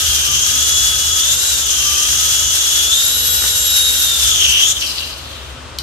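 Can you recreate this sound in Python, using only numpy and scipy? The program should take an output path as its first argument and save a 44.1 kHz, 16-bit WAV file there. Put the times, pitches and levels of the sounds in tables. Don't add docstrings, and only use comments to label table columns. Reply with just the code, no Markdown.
import sys
import numpy as np
from scipy import signal
from scipy.fft import rfft, irfft, next_fast_len
from scipy.io import wavfile

SR = 44100
rng = np.random.default_rng(int(sys.argv[2]) if len(sys.argv) > 2 else 0)


def output_pcm(signal):
    pcm = np.clip(np.atleast_2d(signal).T, -1, 1) * 32767
    wavfile.write(sys.argv[1], SR, np.round(pcm).astype(np.int16))


N = 256794
PINION_TEETH, IDLER_TEETH = 8, 21
SHELL_LOW_HZ, SHELL_MID_HZ, SHELL_TOP_HZ = 2960, 6184, 11520
STEP = 40

# time_s, fundamental_blur_db, second_blur_db, rattle_db
ROUGHNESS = [(0.0, -19, -22, -24.5), (0.37, -16, -15, -26), (0.88, -29, -13, -23),
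             (0.91, -19.5, -30, -24.5), (0.93, -26, -19, -25.5), (1.33, -14.5, -12.5, -26.5),
             (1.36, -26, -15, -27), (1.46, -28, -16, -25), (1.7, -19, -16, -27),
             (1.74, -17.5, -15.5, -26.5), (2.19, -22, -14, -24.5), (2.62, -18, -15.5, -25.5),
             (2.83, -15.5, -19, -24), (2.89, -40, -18, -27.5), (2.92, -6.5, -15, -24),
             (3.04, -20, -15, -24.5), (3.26, -20, -23, -25), (3.31, -34, -38, -25), (3.5, -17, -24, -23),
             (3.6, -37, -15, -26), (3.66, -17, -19, -24), (3.71, -31, -24, -24.5), (3.81, -26, -23, -23.5),
             (3.82, -29, -18, -23), (3.87, -12, -26, -24.5), (3.89, -34, -31, -23), (3.97, -17, -29, -26),
             (4.02, -33, -30, -23.5), (4.03, -16, -34, -24.5), (4.21, -20, -32, -23),
             (4.27, -10.5, -15, -23.5), (4.32, -14, -17, -26), (4.45, -5, -14, -25.5),
             (4.47, -10, -12, -27), (4.55, -11.5, -20, -29.5), (4.58, -5, -21, -28), (4.61, -7, -16, -25.5),
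             (4.72, -16.5, -11.5, -26.5), (4.74, -23, -42, -36), (4.77, -17.5, -25, -33.5),
             (4.81, -30, -20, -33), (4.82, -9, -22, -33), (4.85, -19, -26, -34.5), (4.9, -24, -19, -34),
             (4.93, -27, -27, -36), (4.98, -20, -19.5, -38), (5.0, -20, -23, -35),
             (5.17, -32.5, -32, -46.5), (5.38, -42, -30, -48.5), (5.77, -64, -54, -65)]


def gear_motion():
    # time_s, mesh_hz
    powered = [(0.0, 3363), (0.11, 3226), (0.3, 3112), (0.33, 3125), (0.4, 3207), (0.49, 3292),
               (0.62, 3359), (0.85, 3380), (1.01, 3357), (1.19, 3354), (1.23, 3390), (1.29, 3526),
               (1.4, 3721), (1.46, 3802), (1.48, 3814), (1.5, 3789), (1.58, 3614), (1.68, 3333),
               (1.71, 3257), (1.82, 3149), (1.92, 3104), (2.0, 3141), (2.16, 3292), (2.28, 3340),
               (2.57, 3370), (2.83, 3349), (2.88, 3407), (2.97, 3628), (3.02, 3697), (3.18, 3811),
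               (3.32, 3835), (3.54, 3791), (3.79, 3774), (4.05, 3705), (4.21, 3547), (4.27, 3461),
               (4.38, 3283), (4.48, 3066), (4.52, 3020), (4.54, 3011), (4.57, 3030), (4.61, 3101),
               (4.68, 3359), (4.73, 3491)]
    # time_s, mesh_hz
    coasting = [(4.77, 3400), (4.82, 2800), (4.9, 2050), (5.0, 1600), (5.1, 1900), (5.351, 1130),
                (5.82, 700)]
    mesh_hz, = in_time(powered + coasting)
    cut_s, drop_db, fade_db_per_s = 4.727, -11, 120
    t = np.arange(N) / SR
    load = amp(np.where(t > cut_s, drop_db - fade_db_per_s * (t - cut_s), 0))
    return mesh_hz, load


def harmonic_levels(mesh_hz):
    # time_s, fundamental_db, second_db, third_db
    harmonics = [(0.0, -33, -34, -42), (0.1, -24, -33, -41), (0.2, -30, -32, -40), (0.3, -26, -35, -43),
                 (0.4, -26, -32, -42), (0.5, -25, -28, -38), (0.6, -22, -30, -42), (0.7, -23, -30, -41),
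                 (0.8, -21, -27, -42), (0.9, -22, -27, -43), (1.0, -24, -29, -42), (1.1, -23, -29, -46),
                 (1.2, -22, -31, -43), (1.3, -26, -28, -42), (1.4, -32, -30, -40), (1.5, -27, -32, -38),
                 (1.6, -31, -32, -43), (1.7, -27, -31, -42), (1.8, -27, -32, -42), (1.9, -27, -31, -43),
                 (2.0, -25, -31, -41), (2.1, -27, -27, -41), (2.2, -27, -29, -41), (2.3, -22, -30, -40),
                 (2.4, -26, -29, -40), (2.5, -27, -31, -39), (2.6, -29, -30, -41), (2.7, -28, -30, -41),
                 (2.8, -23, -27, -42), (2.9, -22, -28, -39), (3.0, -22, -28, -37), (3.1, -25, -31, -31),
                 (3.2, -26, -32, -27), (3.3, -28, -29, -27), (3.4, -28, -28, -28), (3.5, -27, -30, -31),
                 (3.6, -28, -27, -34), (3.7, -21, -28, -31), (3.8, -16, -29, -30), (3.9, -21, -29, -33),
                 (4.0, -21, -28, -37), (4.1, -23, -30, -43), (4.2, -24, -33, -43), (4.3, -22, -31, -44),
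                 (4.4, -28, -30, -39), (4.5, -27, -29, -41), (4.6, -25, -31, -40), (4.7, -26, -23, -38)]
    fundamental_db, second_db, third_db = in_time(harmonics)
    detuning = (3 * mesh_hz - SHELL_TOP_HZ) / 700
    return fundamental_db, second_db, third_db - 10 * np.log10(1 + detuning ** 4)


def gear_whine(turns, levels_db):
    mesh_phase = 2 * np.pi * PINION_TEETH * turns
    return sum(amp(level_db) * wavering_tone(k * mesh_phase, flicker_db=1.6, wander_rad=.45, apart_rad=.3)
               for k, level_db in enumerate(levels_db, 1))


def gear_sidebands(turns, mesh_hz, third_db):
    orders = [(1, 0), (4, 0), (5, 0), (0, 8), (0, 16), (0, 17), (0, 24), (0, 32), (6.5, 0), (7, 0),
              (7.5, 0), (8, -1), (8, 1), (8.5, 0), (8, 8), (13, 0), (13.5, 0), (14.5, 0), (15, 0),
              (15.5, 0), (16, -1), (16.5, 0), (17, 0), (17.5, 0)]
    # low_speed_db, high_speed_db
    levels = [(-55, -50), (-53, -55), (-58, -52), (-38, -39), (-46, -37), (-52, -42), (-54, -45),
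              (-46, -44), (-43, -55), (-35, -35), (-39, -51), (-47, -43), (-42, -33), (-36, -51),
              (-51, -45), (-48, -44), (-41, -46), (-36, -48), (-40, -32), (-34, -48), (-42, -41),
              (-33, -46), (-35, -37), (-39, -50)]
    top_orders = [(24, -1), (24, 1), (25, 0), (25, 1)]
    top_levels = [-10, -5, -5, -10]
    low_speed_hz, high_speed_hz = 3500, 3750
    fast = np.clip((mesh_hz - low_speed_hz) / (high_speed_hz - low_speed_hz), 0, 1)
    motor_phase = 2 * np.pi * turns
    idler_phase = motor_phase * PINION_TEETH / IDLER_TEETH
    out = np.zeros((2, N))
    for (motor, idler), (low_db, high_db) in zip(orders, levels):
        phase = motor * motor_phase + idler * idler_phase
        gain = amp(low_db) + fast * (amp(high_db) - amp(low_db))
        out += gain * wavering_tone(phase, flicker_db=2, wander_rad=.6, apart_rad=.5)
    for (motor, idler), level_db in zip(top_orders, top_levels):
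        phase = motor * motor_phase + idler * idler_phase
        gain = amp(third_db + level_db)
        out += gain * wavering_tone(phase, flicker_db=7.5, wander_rad=.9, apart_rad=.81)
    return out


def tooth_blur(mesh_hz, load):
    # half_width_hz, gain_db
    bands = [(260, -5), (700, -4), (430, -2)]
    # time_s, level_db
    top_hiss = [(0.0, -34), (0.04, -30), (0.06, -34), (0.57, -41), (1.28, -37), (1.33, -25), (1.37, -33),
                (1.44, -28), (1.62, -39), (2.32, -37), (2.69, -35), (2.77, -26), (2.86, -30), (2.99, -23),
                (3.24, -25), (3.32, -31), (3.33, -27), (3.61, -31), (3.62, -25), (3.86, -27), (3.94, -19),
                (3.96, -23), (4.0, -14), (4.08, -25), (4.57, -41), (4.6, -34), (4.73, -37)]
    fundamental_db, second_db, _ = in_time(ROUGHNESS)
    levels_db = [fundamental_db, second_db, in_time(top_hiss)[0] + 20 * np.log10(load)]
    centres_hz = [np.maximum(mesh_hz, SHELL_LOW_HZ),
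                  .7 * 2 * mesh_hz + .3 * SHELL_MID_HZ,
                  np.full(N, SHELL_TOP_HZ)]
    phases = 2 * np.pi * np.cumsum(centres_hz, axis=1) / SR
    out = 0
    for (half_width_hz, gain_db), phase, level_db in zip(bands, phases, levels_db):
        lowpass = signal.butter(2, half_width_hz, fs=SR, output="sos")
        uneven = signal.sosfilt(lowpass, rng.standard_normal((2, 2, N)))
        band = uneven[0] * np.cos(phase) + uneven[1] * np.sin(phase)
        flicker_db = 2 * per_sample(drift(corner_hz=49))
        out = out + amp(level_db + gain_db + flicker_db) * rms_one(band)
    return stereo(out, treble_lags=True)


def rattle(ticks_per_s, spread_db, gain_db):
    # frequency_hz, gain_db
    shell = [(470, -48), (800, -18), (1010, -31), (1440, -7), (2140, -14.5), (2540, -10), (2800, -0.5),
             (3900, -0.5), (4460, -4.5), (5990, 1.5), (10000, -6), (11500, -3.5), (12700, -9),
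             (14000, -8.5), (15000, -3)]
    sizes = amp(spread_db * np.minimum(rng.exponential(1, (2, N)), 5))
    signs = rng.choice([-1, 1], (2, N))
    ticks = rms_one(sizes * signs * (rng.random((2, N)) < ticks_per_s / SR))
    blade_hiss = 3.6 * rng.standard_normal((2, N))
    radiated = stereo(colour(ticks + blade_hiss, shell), treble_lags=True)
    _, _, level_db = in_time(ROUGHNESS)
    flicker_db = 1.5 * per_sample(drift(corner_hz=17))
    return amp(level_db + gain_db + flicker_db) * rms_one(radiated)


def finger_taps():
    # start_s, level_db
    taps = [(3.4216, -16), (3.4391, -12.5), (3.4514, -20), (3.4624, -24)]
    # pitch_hz, level_db, t60_s
    modes = [(1520, 7.5, .02), (1150, -19, .015), (1700, -9, .012)]
    return struck_modes(taps, modes, gain_db=-4)


def shell_clicks():
    # start_s, level_db
    clicks = [(4.6644, -21), (4.8092, -10), (4.824, -8), (4.8675, -8.5), (4.9063, -11), (4.9805, -23),
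              (5.7856, -4), (5.796, -27)]
    # pitch_hz, level_db, t60_s
    modes = [(3040, -4, 0.041), (3870, -5, .02), (3960, 0, 0.046), (4240, 0, 0.034), (4570, 6.5, 0.012),
             (4710, 0, 0.011), (5200, -16, 0.012), (5350, -5, 0.046), (5880, -4, 0.018), (6700, -4, 0.023),
             (7070, 4, .01), (8400, 4, 0.0062), (9660, 4, 0.0069), (11500, -5, 0.0072), (12500, -10, .006),
             (13800, -2, .006)]
    return struck_modes(clicks, modes, gain_db=-15)


def struck_modes(blows, modes, gain_db, contact_s=.0025):
    window = np.hanning(round(contact_s * SR))
    starts = [round(start_s * SR) for start_s, _ in blows]
    blow_db = np.array(blows)[:, 1] + gain_db
    scatter_db = rng.normal(0, .75, (len(blows), len(modes)))
    out = np.zeros(N)
    for k, (pitch_hz, level_db, t60_s) in enumerate(modes):
        impulses = np.full(N, 1e-18)
        impulses[starts] = amp(blow_db + level_db + scatter_db[:, k])
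        contact = rms_one(window * rng.standard_normal(len(window))) / np.sqrt(len(window))
        force = np.convolve(impulses, contact)[:N]
        radius, angle = amp(-60 / (t60_s * SR)), 2 * np.pi * pitch_hz / SR
        out += signal.lfilter([0, np.sin(angle)], [1, -2 * radius * np.cos(angle), radius ** 2], force)
    return out


def reverberation(x, t60_s, gain_db):
    t = np.arange(int(.4 * SR)) / SR
    tail = rng.standard_normal((2, len(t))) * amp(-60 * t / t60_s) * (t > .006)
    tail /= np.sqrt(np.sum(tail ** 2, axis=1, keepdims=True))
    return amp(gain_db) * signal.fftconvolve(x, tail, axes=1)[:, :N]


def room_noise(level_db):
    # frequency_hz, level_db
    spectrum = [(88, -26), (150, -14), (229, -10), (289, -7.5), (441, -8.5), (468, -10), (535, -5.5),
                (757, -9.5), (1230, -6), (1800, -12.5), (2180, -14.5), (2550, -12), (3210, -12),
                (9270, -25.5), (15000, -66)]
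    noise = colour(rng.standard_normal((2, N)), spectrum + [(SR / 2, -90)])
    return amp(level_db) * rms_one(stereo(noise))


def low_hum(pitch_hz):
    # centre_hz, width_hz, relative_db
    resonances = [(55.4, 7.3, -8), (63.2, 3.4, -7.5), (99.8, 14, -13.5), (124, 7.9, -11), (140.7, 8, -14.5),
                  (250.2, 7, -17)]
    # time_s, gain_db
    swell = [(0.0, -38), (0.08, -29.5), (1.25, -36.5), (1.31, -33), (1.49, -39), (1.59, -33.5), (1.72, -40),
             (1.89, -31), (2.01, -40), (2.11, -32), (2.3, -35.5), (2.45, -31), (2.58, -39), (2.92, -36.5),
             (3.0, -40.5), (3.32, -33), (3.45, -35), (4.15, -34.5), (4.23, -30.5), (4.41, -35.5),
             (4.49, -30.5), (4.62, -38.5), (4.73, -35), (4.86, -39), (5.62, -35.5), (5.69, -37),
             (5.82, -34)]
    phase = 2 * np.pi * pitch_hz * np.arange(N) / SR
    hum = amp(-1.5) * wavering_tone(phase, flicker_db=1.5, wander_rad=1, apart_rad=.041)[:1]
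    for centre_hz, width_hz, relative_db in resonances:
        radius, angle = np.exp(-np.pi * width_hz / SR), 2 * np.pi * centre_hz / SR
        held = rng.standard_normal((2, N + SR)) * [[1], [.25]]
        for _ in range(2):
            held = signal.lfilter([1, 0, -1], [1, -2 * radius * np.cos(angle), radius ** 2], held)
        mid, side = held[:, SR:]
        hum = hum + amp(relative_db) * rms_one(np.array([mid + side, mid - side]))
    return amp(in_time(swell)[0]) * hum


def wavering_tone(phase, flicker_db, wander_rad, apart_rad):
    chance = drift(corner_hz=8, count=6)
    level = per_sample(amp(flicker_db * (chance[0] + .7 * chance[1:3])))
    slip = per_sample(wander_rad * chance[3] + apart_rad * chance[4:6])
    offset = rng.uniform(0, 2 * np.pi) + 2 * apart_rad * rng.standard_normal((2, 1))
    return np.sqrt(2) * level * np.sin(phase + slip + offset)


def stereo(pair, treble_lags=False):
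    # frequency_hz, coherence
    likeness = [(60, 0.99), (150, 0.23), (370, 0.84), (940, 0.13), (2340, 0.72), (5840, 0.0083),
                (14600, 0.87)]
    size = next_fast_len(N)
    mid, side = rfft(pair, size)
    hz = np.fft.rfftfreq(size, 1 / SR)
    coherence = np.clip(at_hz(likeness, hz), 0, .99)
    ears = np.sqrt(1 + coherence) * mid + np.sqrt(1 - coherence) * side * [[1], [-1]]
    if treble_lags:
        lag_s, lag_from_hz = .00027, 1500
        ears[0] *= np.exp(-2j * np.pi * np.maximum(hz - lag_from_hz, 0) * lag_s)
    return irfft(ears, size)[:, :N] / np.sqrt(2)


def colour(x, spectrum):
    gain = amp(at_hz(spectrum, np.fft.rfftfreq(8192, 1 / SR)))
    cepstrum = irfft(np.log(gain))
    cepstrum[1:4096] *= 2
    cepstrum[4097:] = 0
    response = irfft(np.exp(rfft(cepstrum)))[None, :4096]
    return signal.fftconvolve(x, response, axes=1)[:, :N]


def drift(corner_hz, count=1):
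    pole = np.exp(-2 * np.pi * STEP * corner_hz / SR)
    noise = rng.standard_normal((count, N // STEP + 2002))
    slow = signal.lfilter([1], [1, -2 * pole, pole ** 2], noise)[:, 2000:]
    return slow / np.std(slow, axis=1, keepdims=True)


def per_sample(curves):
    return np.array([np.interp(np.arange(N) / STEP, np.arange(len(curve)), curve) for curve in curves])


def in_time(rows):
    time_s, *columns = np.transpose(rows)
    return [np.interp(np.arange(N) / SR, time_s, column) for column in columns]


def at_hz(rows, hz):
    table_hz, values = np.transpose(rows)
    return np.interp(np.log(np.maximum(hz, 1)), np.log(table_hz), values)


def amp(db):
    return 10 ** (np.asarray(db) / 20)


def rms_one(x):
    return x / np.sqrt(np.mean(x ** 2) + 1e-20)


def scene():
    mesh_hz, load = gear_motion()
    turns = np.cumsum(mesh_hz / PINION_TEETH) / SR
    levels_db = harmonic_levels(mesh_hz)
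    sidebands = load * gear_sidebands(turns, mesh_hz, third_db=levels_db[2])
    whine = load * gear_whine(turns, levels_db)
    blur = tooth_blur(mesh_hz, load)
    knocks = finger_taps() + shell_clicks()
    echoes = reverberation(sidebands + knocks + amp(-9) * (whine + blur), t60_s=.3, gain_db=-3)
    clatter = rattle(ticks_per_s=1500, spread_db=2.5, gain_db=10.5)
    background = room_noise(level_db=-34.5) + low_hum(pitch_hz=73.5)
    return whine + sidebands + blur + clatter + knocks + echoes + background


def record(dry):
    # frequency_hz, left_minus_right_db
    balance = [(60, 5), (180, 1), (540, 2.5), (1620, 2.5), (4860, 4), (14600, -1.5)]
    ceiling, cutoff_hz = 1.1, 14650
    size = next_fast_len(N)
    difference_db = at_hz(balance, np.fft.rfftfreq(size, 1 / SR))
    leaned = irfft(rfft(dry, size) * amp(difference_db / 2 * [[1], [-1]]), size)[:, :N]
    lowpass = signal.ellip(12, .5, 70, cutoff_hz, fs=SR, output="sos")
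    return signal.sosfilt(lowpass, ceiling * np.tanh(leaned / ceiling))


dry = scene()
out = record(dry)
output_pcm(out)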